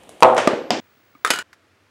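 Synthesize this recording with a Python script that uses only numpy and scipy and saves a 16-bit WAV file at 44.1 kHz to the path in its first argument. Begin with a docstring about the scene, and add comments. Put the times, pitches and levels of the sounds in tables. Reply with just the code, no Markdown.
"""A light ball bounces hard on a tiled floor, knocks on a ramp of books and rattles in a plastic toy wagon.
Each impact is a contact pulse with a spray of dense vibration; some also excite the damped modes of ball,
ramp, plastic bricks or room. Reverberation follows, and three times the ringing is cut short. Faint air
noise, mains hum and a thin whine lie beneath. The loudest blows overload a small microphone."""
import sys
import numpy as np
from scipy import signal
from scipy.fft import rfft, irfft
from scipy.io import wavfile

SR = 44100
rng = np.random.default_rng(int(sys.argv[2]) if len(sys.argv) > 2 else 0)


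def unload_audio(sound):
    """Save the sound as a 16-bit wav file, at the path given as the first command line argument."""
    columns = np.transpose(np.atleast_2d(sound))
    # keep every value between -1 and 1, then stretch to whole-number steps
    steps = np.round(np.clip(columns, -1, 1) * 32767)
    wavfile.write(sys.argv[1], SR, steps.astype(np.int16))


N = 83790

FLOOR_END_S, RAMP_END_S, WAGON_END_S, FLOOR_FADE_S = 0.404, 0.801, 1.427, 0.013
# reverberation of the room and of the nook around the wagon (frequency [Hz], T60 [s])
ROOM_DECAY = [(100, 1), (350, 0.78), (800, 0.57), (2000, 0.51), (5500, 0.5), (9000, .38), (15000, 0.18)]
NOOK_DECAY = [(200, 0.35), (1400, 0.37), (13000, 0.18)]


def amp(db):
    """Amplitude grows tenfold every 20 dB."""
    return 10 ** (np.asarray(db) / 20)


def unit(x):
    """Normalisation to an energy of 1."""
    return x / np.sqrt(np.sum(x ** 2) + 1e-20)


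def curve_at(points, hz):
    """Interpolation on a logarithmic frequency axis."""
    f, value = np.transpose(points)
    return np.interp(np.log(hz + 1), np.log(f + 1), value)


def add(mix, s, sound):
    """Superposition: the sound joins the mix at time s."""
    part = mix[max(round(s * SR), 0):][:len(sound)]
    part += sound[:len(part)]


def until(s, fade_s=0.0012):
    """Gating: a gain that falls linearly from 1 to 0 around time s."""
    return np.clip((s - np.arange(N) / SR) / fade_s + .5, 0, 1)


def hiss(colour):
    """Spectral shaping of white noise, at an rms of 1."""
    gain = amp(curve_at(colour, np.fft.rfftfreq(N, 1 / SR)))
    return unit(irfft(rfft(rng.standard_normal(N)) * gain, N)) * np.sqrt(N)


def contact_pulse(colour, size=4096):
    """Minimum phase gives the shortest causal pulse with a given spectrum."""
    log_gain = np.log(amp(curve_at(colour, abs(np.fft.fftfreq(size, 1 / SR)))))
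    spectrum = np.exp(np.conj(signal.hilbert(log_gain)))
    return unit(np.fft.ifft(spectrum).real[:size // 2])


def ring(modes):
    """Free vibration: a struck body sums damped sines and radiates little below its lowest mode."""
    t = np.arange(SR) / SR
    x = sum(amp(db - 60 * t / t60) * np.sin(2 * np.pi * hz * t) for hz, db, t60 in modes)
    return unit(signal.lfilter(*signal.butter(2, modes[0][0] / 2, "high", fs=SR), x))


def spray(t60):
    """Modal overlap: dense vibration merges into a short, spectrally flat noise."""
    fade = amp(-60 * np.arange(SR) / SR / t60)
    spectrum = rfft(rng.standard_normal(SR) * fade)
    whitened = irfft(spectrum / (abs(spectrum) + 1e-12), SR)
    return unit(whitened * np.sqrt(fade))


def diffuse_tail(decay, build_s=0.0017):
    """A diffuse field builds quickly, then dies exponentially, each band at its own rate."""
    hz, t, bands = signal.stft(rng.standard_normal(SR), SR, nperseg=256)
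    bands = bands * amp(-60 * t / curve_at(decay, hz)[:, None])
    tail = signal.istft(bands, SR, nperseg=256)[1][:SR]
    return tail * (1 - np.exp(-np.arange(SR) / SR / build_s))


def strike(blows, colour, decay, room_db, spray_s, spray_db,
           dull_hz=SR / 3, modes=None, ring_db=0, echoes=(), spread=0):
    """Impact response: pulse, spray and modes form the direct sound; its reflections are duller."""
    out, contact = np.zeros(N), contact_pulse(colour)
    absorption = signal.butter(1, dull_hz, fs=SR)
    for s, db in blows:
        direct = amp(spray_db) * unit(signal.fftconvolve(spray(spray_s), contact)[:SR])
        add(direct, 0, contact)
        direct = unit(direct)
        if modes:
            detuned = [(hz * (1 + spread * rng.standard_normal()), level, t60)
                       for hz, level, t60 in modes]
            direct = unit(direct + amp(ring_db) * ring(detuned))
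        reverb = signal.fftconvolve(diffuse_tail(decay), contact)[:SR]
        reverb = unit(signal.lfilter(*absorption, reverb))
        gain = amp(db) * np.sqrt(SR / 100)  # level as if the direct energy filled 10 ms
        add(out, s, gain * (direct + amp(room_db) * reverb))
        for delay, echo_db in echoes:
            direct = signal.lfilter(*absorption, direct)
            add(out, s + delay, gain * amp(echo_db) * direct)
    return out


def room_air():
    """Broadband ambient noise, which steps down as the floor's and the wagon's ringing end."""
    # noise spectra, early and late (frequency [Hz], relative density [dB])
    early_colour = [(40, -4.5), (500, 2), (1460, -13.5), (3100, -11), (5300, -27), (9600, -21.5),
                    (15000, -43.5)]
    late_colour = [(30, -36.5), (90, 0.5), (160, -12.5), (280, -7), (900, -14.5), (1350, -11.5),
                   (2200, -15), (3500, -21.5), (5000, -24.5), (15000, -40.5)]
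    opening, ending = until(FLOOR_END_S, FLOOR_FADE_S), 1 - until(WAGON_END_S)
    early = amp(-49) * hiss(early_colour) * opening
    late = amp(-59 - ending) * hiss(late_colour) * (1 - opening)
    return early + late


def electrical_tones():
    """Pure tones: steady mains hum and a thin whine that jumps in pitch, then stops."""
    # hum and whines (start [s], end [s], frequency [Hz], rms level [dB])
    tones = [(0, 1.9, 100, -71), (0, .39, 14200, -78), (.39, .8, 11790, -73), (.8, 1.427, 15719, -66)]
    out = np.zeros(N)
    for start, end, hz, db in tones:
        gate = until(end) - until(start)
        out += gate * amp(db) * np.sqrt(2) * np.sin(2 * np.pi * hz * np.arange(N) / SR)
    return out


def faint_ticks():
    """Brief contacts have broad spectra and are heard as ticks."""
    # contacts (time [s], level [dB])
    blows = [(.035, -52), (.0928, -41.5), (.2058, -37.5), (.3478, -38.5)]
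    # contact spectrum (frequency [Hz], level [dB])
    colour = [(150, -11), (700, 14), (1400, -1), (3300, -3.5), (5300, -7), (7500, -2.5), (10500, -0.5),
              (15000, -29)]
    return strike(blows, colour, ROOM_DECAY, room_db=-1.5, spray_s=0.014, spray_db=2)


def floor_bounce():
    """The ball slams on the tiles, exciting early reflections and the room's standing waves."""
    # impact (time [s], level [dB])
    blows = [(0.2245, -4)]
    # contact spectrum (frequency [Hz], level [dB])
    colour = [(60, -34.5), (180, -18), (370, -10), (720, 2), (1150, -3), (1600, -16), (3300, -25.5),
              (5200, -39.5), (9000, -34), (15000, -58)]
    # ever duller reflections from door and walls (delay [s], gain [dB])
    echoes = [(.0062, 6), (.0082, 0.5), (.0217, -5), (.0296, -8), (.0455, -16), (.0635, -12), (.074, -10.5)]
    # standing waves (frequency [Hz], relative level [dB])
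    room_modes = [(118, -24.5), (238, -15.5), (370, -9.5), (500, -1.5), (535, -4.5), (644, -2), (767, -1),
                  (882, -6), (944, -13.5), (1008, -9.5), (1096, -15), (1272, -11.5)]
    out = strike(blows, colour, ROOM_DECAY, room_db=1, spray_s=0.015, spray_db=1.5,
                 dull_hz=5500, echoes=echoes)
    resonance = ring([(hz, db, curve_at(ROOM_DECAY, hz)) for hz, db in room_modes])
    add(out, blows[0][0], amp(26) * resonance)
    return -out  # inverted polarity


def distant_knocks():
    """Beyond the critical distance, reverberation outweighs the direct sound."""
    # impacts (time [s], level [dB])
    blows = [(.366, -21), (.378, -14)]
    # contact spectrum (frequency [Hz], level [dB])
    colour = [(50, -30), (110, -17.5), (330, -8.5), (520, 7.5), (750, -1.5), (3300, -13.5), (4300, -23.5),
              (5600, -20.5), (9000, -27.5), (13000, -49)]
    return strike(blows, colour, ROOM_DECAY, room_db=4, spray_s=0.054, spray_db=33)


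def ramp_thump(rebound_s=0.5332):
    """Heavy damping makes the books thump; a soft rebound stirs only their two lowest modes."""
    # impact (time [s], level [dB])
    blows = [(.4741, -6)]
    # contact spectrum (frequency [Hz], level [dB])
    colour = [(120, -23.5), (240, -1), (480, 2.5), (900, -7), (2000, -11.5), (5000, -21.5), (9500, -28),
              (15000, -55)]
    # ramp resonances (frequency [Hz], relative level [dB], T60 [s])
    modes = [(251, -3, 0.0363), (609, 4, 0.035), (1190, -5.5, .055)]
    out = strike(blows, colour, ROOM_DECAY, room_db=-5.5, spray_s=0.024, spray_db=15.5,
                 dull_hz=3800, modes=modes, ring_db=2)
    add(out, rebound_s, amp(8.5) * ring(modes[:2]))
    return out


def hard_clack():
    """A hard contact also excites high modes, which decay faster than the low ones."""
    # impact (time [s], level [dB])
    blows = [(.7057, -13)]
    # contact spectrum (frequency [Hz], level [dB])
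    colour = [(50, -23.5), (260, 2.5), (700, 2), (1300, -8), (3300, -7), (4200, -12.5), (5000, -8.5),
              (7700, -20), (11000, -38.5)]
    # resonances (frequency [Hz], relative level [dB], T60 [s])
    modes = [(242.3, -12.5, .2), (305.5, -11, .2), (730, -2.5, 0.081), (3190, -8, .015), (4840, 0, 0.01207),
             (5350, -1.5, .012)]
    return strike(blows, colour, ROOM_DECAY, room_db=-0.5, spray_s=0.022, spray_db=13.5,
                  dull_hz=9480, modes=modes, ring_db=0.5)


def light_tap(tap_s=1.1515):
    """A soft touch is heard as free vibration alone, with no click."""
    # resonances (frequency [Hz], relative level [dB], T60 [s])
    modes = [(285, 1, 0.06), (1226, 2.5, 0.048), (2220, -2.5, 0.037)]
    out = np.zeros(N)
    add(out, tap_s, amp(-20) * ring(modes))
    return out


def ball_rattle():
    """The hollow ball's resonance rises as it settles in the wagon; soft knocks ring more than click."""
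    # impacts (time [s], level [dB])
    blows = [(1.2483, -13.5), (1.2513, -17.5), (1.2624, -22), (1.279, -25.5), (1.2871, -32),
             (1.2944, -34.5), (1.3356, -24.5), (1.358, -29.5), (1.375, -31), (1.3881, -25.5)]
    # contact spectrum (frequency [Hz], level [dB])
    colour = [(220, -25), (420, -2.5), (800, -16), (1300, 5), (2000, -3.5), (2900, -13.5), (10000, -17.5),
              (15000, -37.5)]
    # course of the hollow ring (time [s], pitch [Hz], T60 [s])
    hollow_ring = [(1.2477, 1265, .032), (1.3882, 1470, .07)]
    # ball resonances (multiple of the pitch [1], relative level [dB])
    partials = [(1, 2), (1.19, -9), (2.8, -11)]
    out, hardest_db = np.zeros(N), max(db for s, db in blows)
    times, pitches, t60s = np.transpose(hollow_ring)
    for s, db in blows:
        hz, t60 = np.interp(s, times, pitches), np.interp(s, times, t60s)
        modes = [(multiple * hz, mode_db, t60) for multiple, mode_db in partials]
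        out += strike([(s, db)], colour, NOOK_DECAY, room_db=-10, spray_s=0.044, spray_db=4.5,
                      modes=modes, ring_db=0.5 * (hardest_db - db))
    return out


def brick_clatter():
    """Plastic bricks in the wagon resonate; each blow hits another, with slightly different pitches."""
    # impacts (time [s], level [dB])
    blows = [(1.2735, -27.5), (1.3043, -13), (1.3074, -19.5), (1.312, -20.5), (1.3348, -29.5), (1.338, -27),
             (1.36, -32), (1.3878, -27.5)]
    # contact spectrum (frequency [Hz], level [dB])
    colour = [(60, -23.5), (250, -2.5), (1600, -1), (4900, -5), (5650, -11), (6500, -7), (11500, -10.5),
              (15000, -39)]
    # resonances of a typical brick (frequency [Hz], relative level [dB], T60 [s])
    modes = [(1506, 2, 0.41), (1932, 3, 0.077), (2475, 5, .07), (2870, -2, 0.46), (3040, 5.4, .12),
             (5080, 6.5, .05), (6550, 2.5, 0.12), (7670, 5, .06)]
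    return strike(blows, colour, NOOK_DECAY, room_db=-8, spray_s=0.033, spray_db=12.5,
                  modes=modes, ring_db=-3, spread=0.025)


def settling_tap():
    """The ball comes to rest with one weak impact, nearly all dense vibration."""
    # impact (time [s], level [dB])
    blows = [(1.5298, -45.5)]
    # contact spectrum (frequency [Hz], level [dB])
    colour = [(300, -29), (1000, -2), (1600, 6), (3300, -10.5), (4700, -6.5), (14000, -24)]
    return strike(blows, colour, NOOK_DECAY, room_db=-18, spray_s=0.077, spray_db=31)


def scene():
    """Superposition in mono; floor, ramp and wagon sounds are each gated off while still ringing."""
    floor = (faint_ticks() + floor_bounce()) * until(FLOOR_END_S, FLOOR_FADE_S)
    ramp = (distant_knocks() + ramp_thump() + hard_clack()) * until(RAMP_END_S)
    wagon = (light_tap() + ball_rattle() + brick_clatter()) * until(WAGON_END_S)
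    return (floor + ramp + wagon + settling_tap() + room_air() + electrical_tones())[None]


def record(dry):
    """Saturation: the microphone loses deep bass and flattens the peaks; a band limit follows."""
    low_cut_hz, edge_hz, ceiling, knee = 110, 16500, 0.94, 7
    thin = signal.lfilter(*signal.butter(1, low_cut_hz, "high", fs=SR), dry)
    clipped = thin / (1 + abs(thin / ceiling) ** knee) ** (1 / knee)
    band_limit = signal.firwin(511, edge_hz, window=("kaiser", 9), fs=SR)
    return signal.oaconvolve(clipped, band_limit[None], "same")


dry = scene()
out = record(dry)
unload_audio(out)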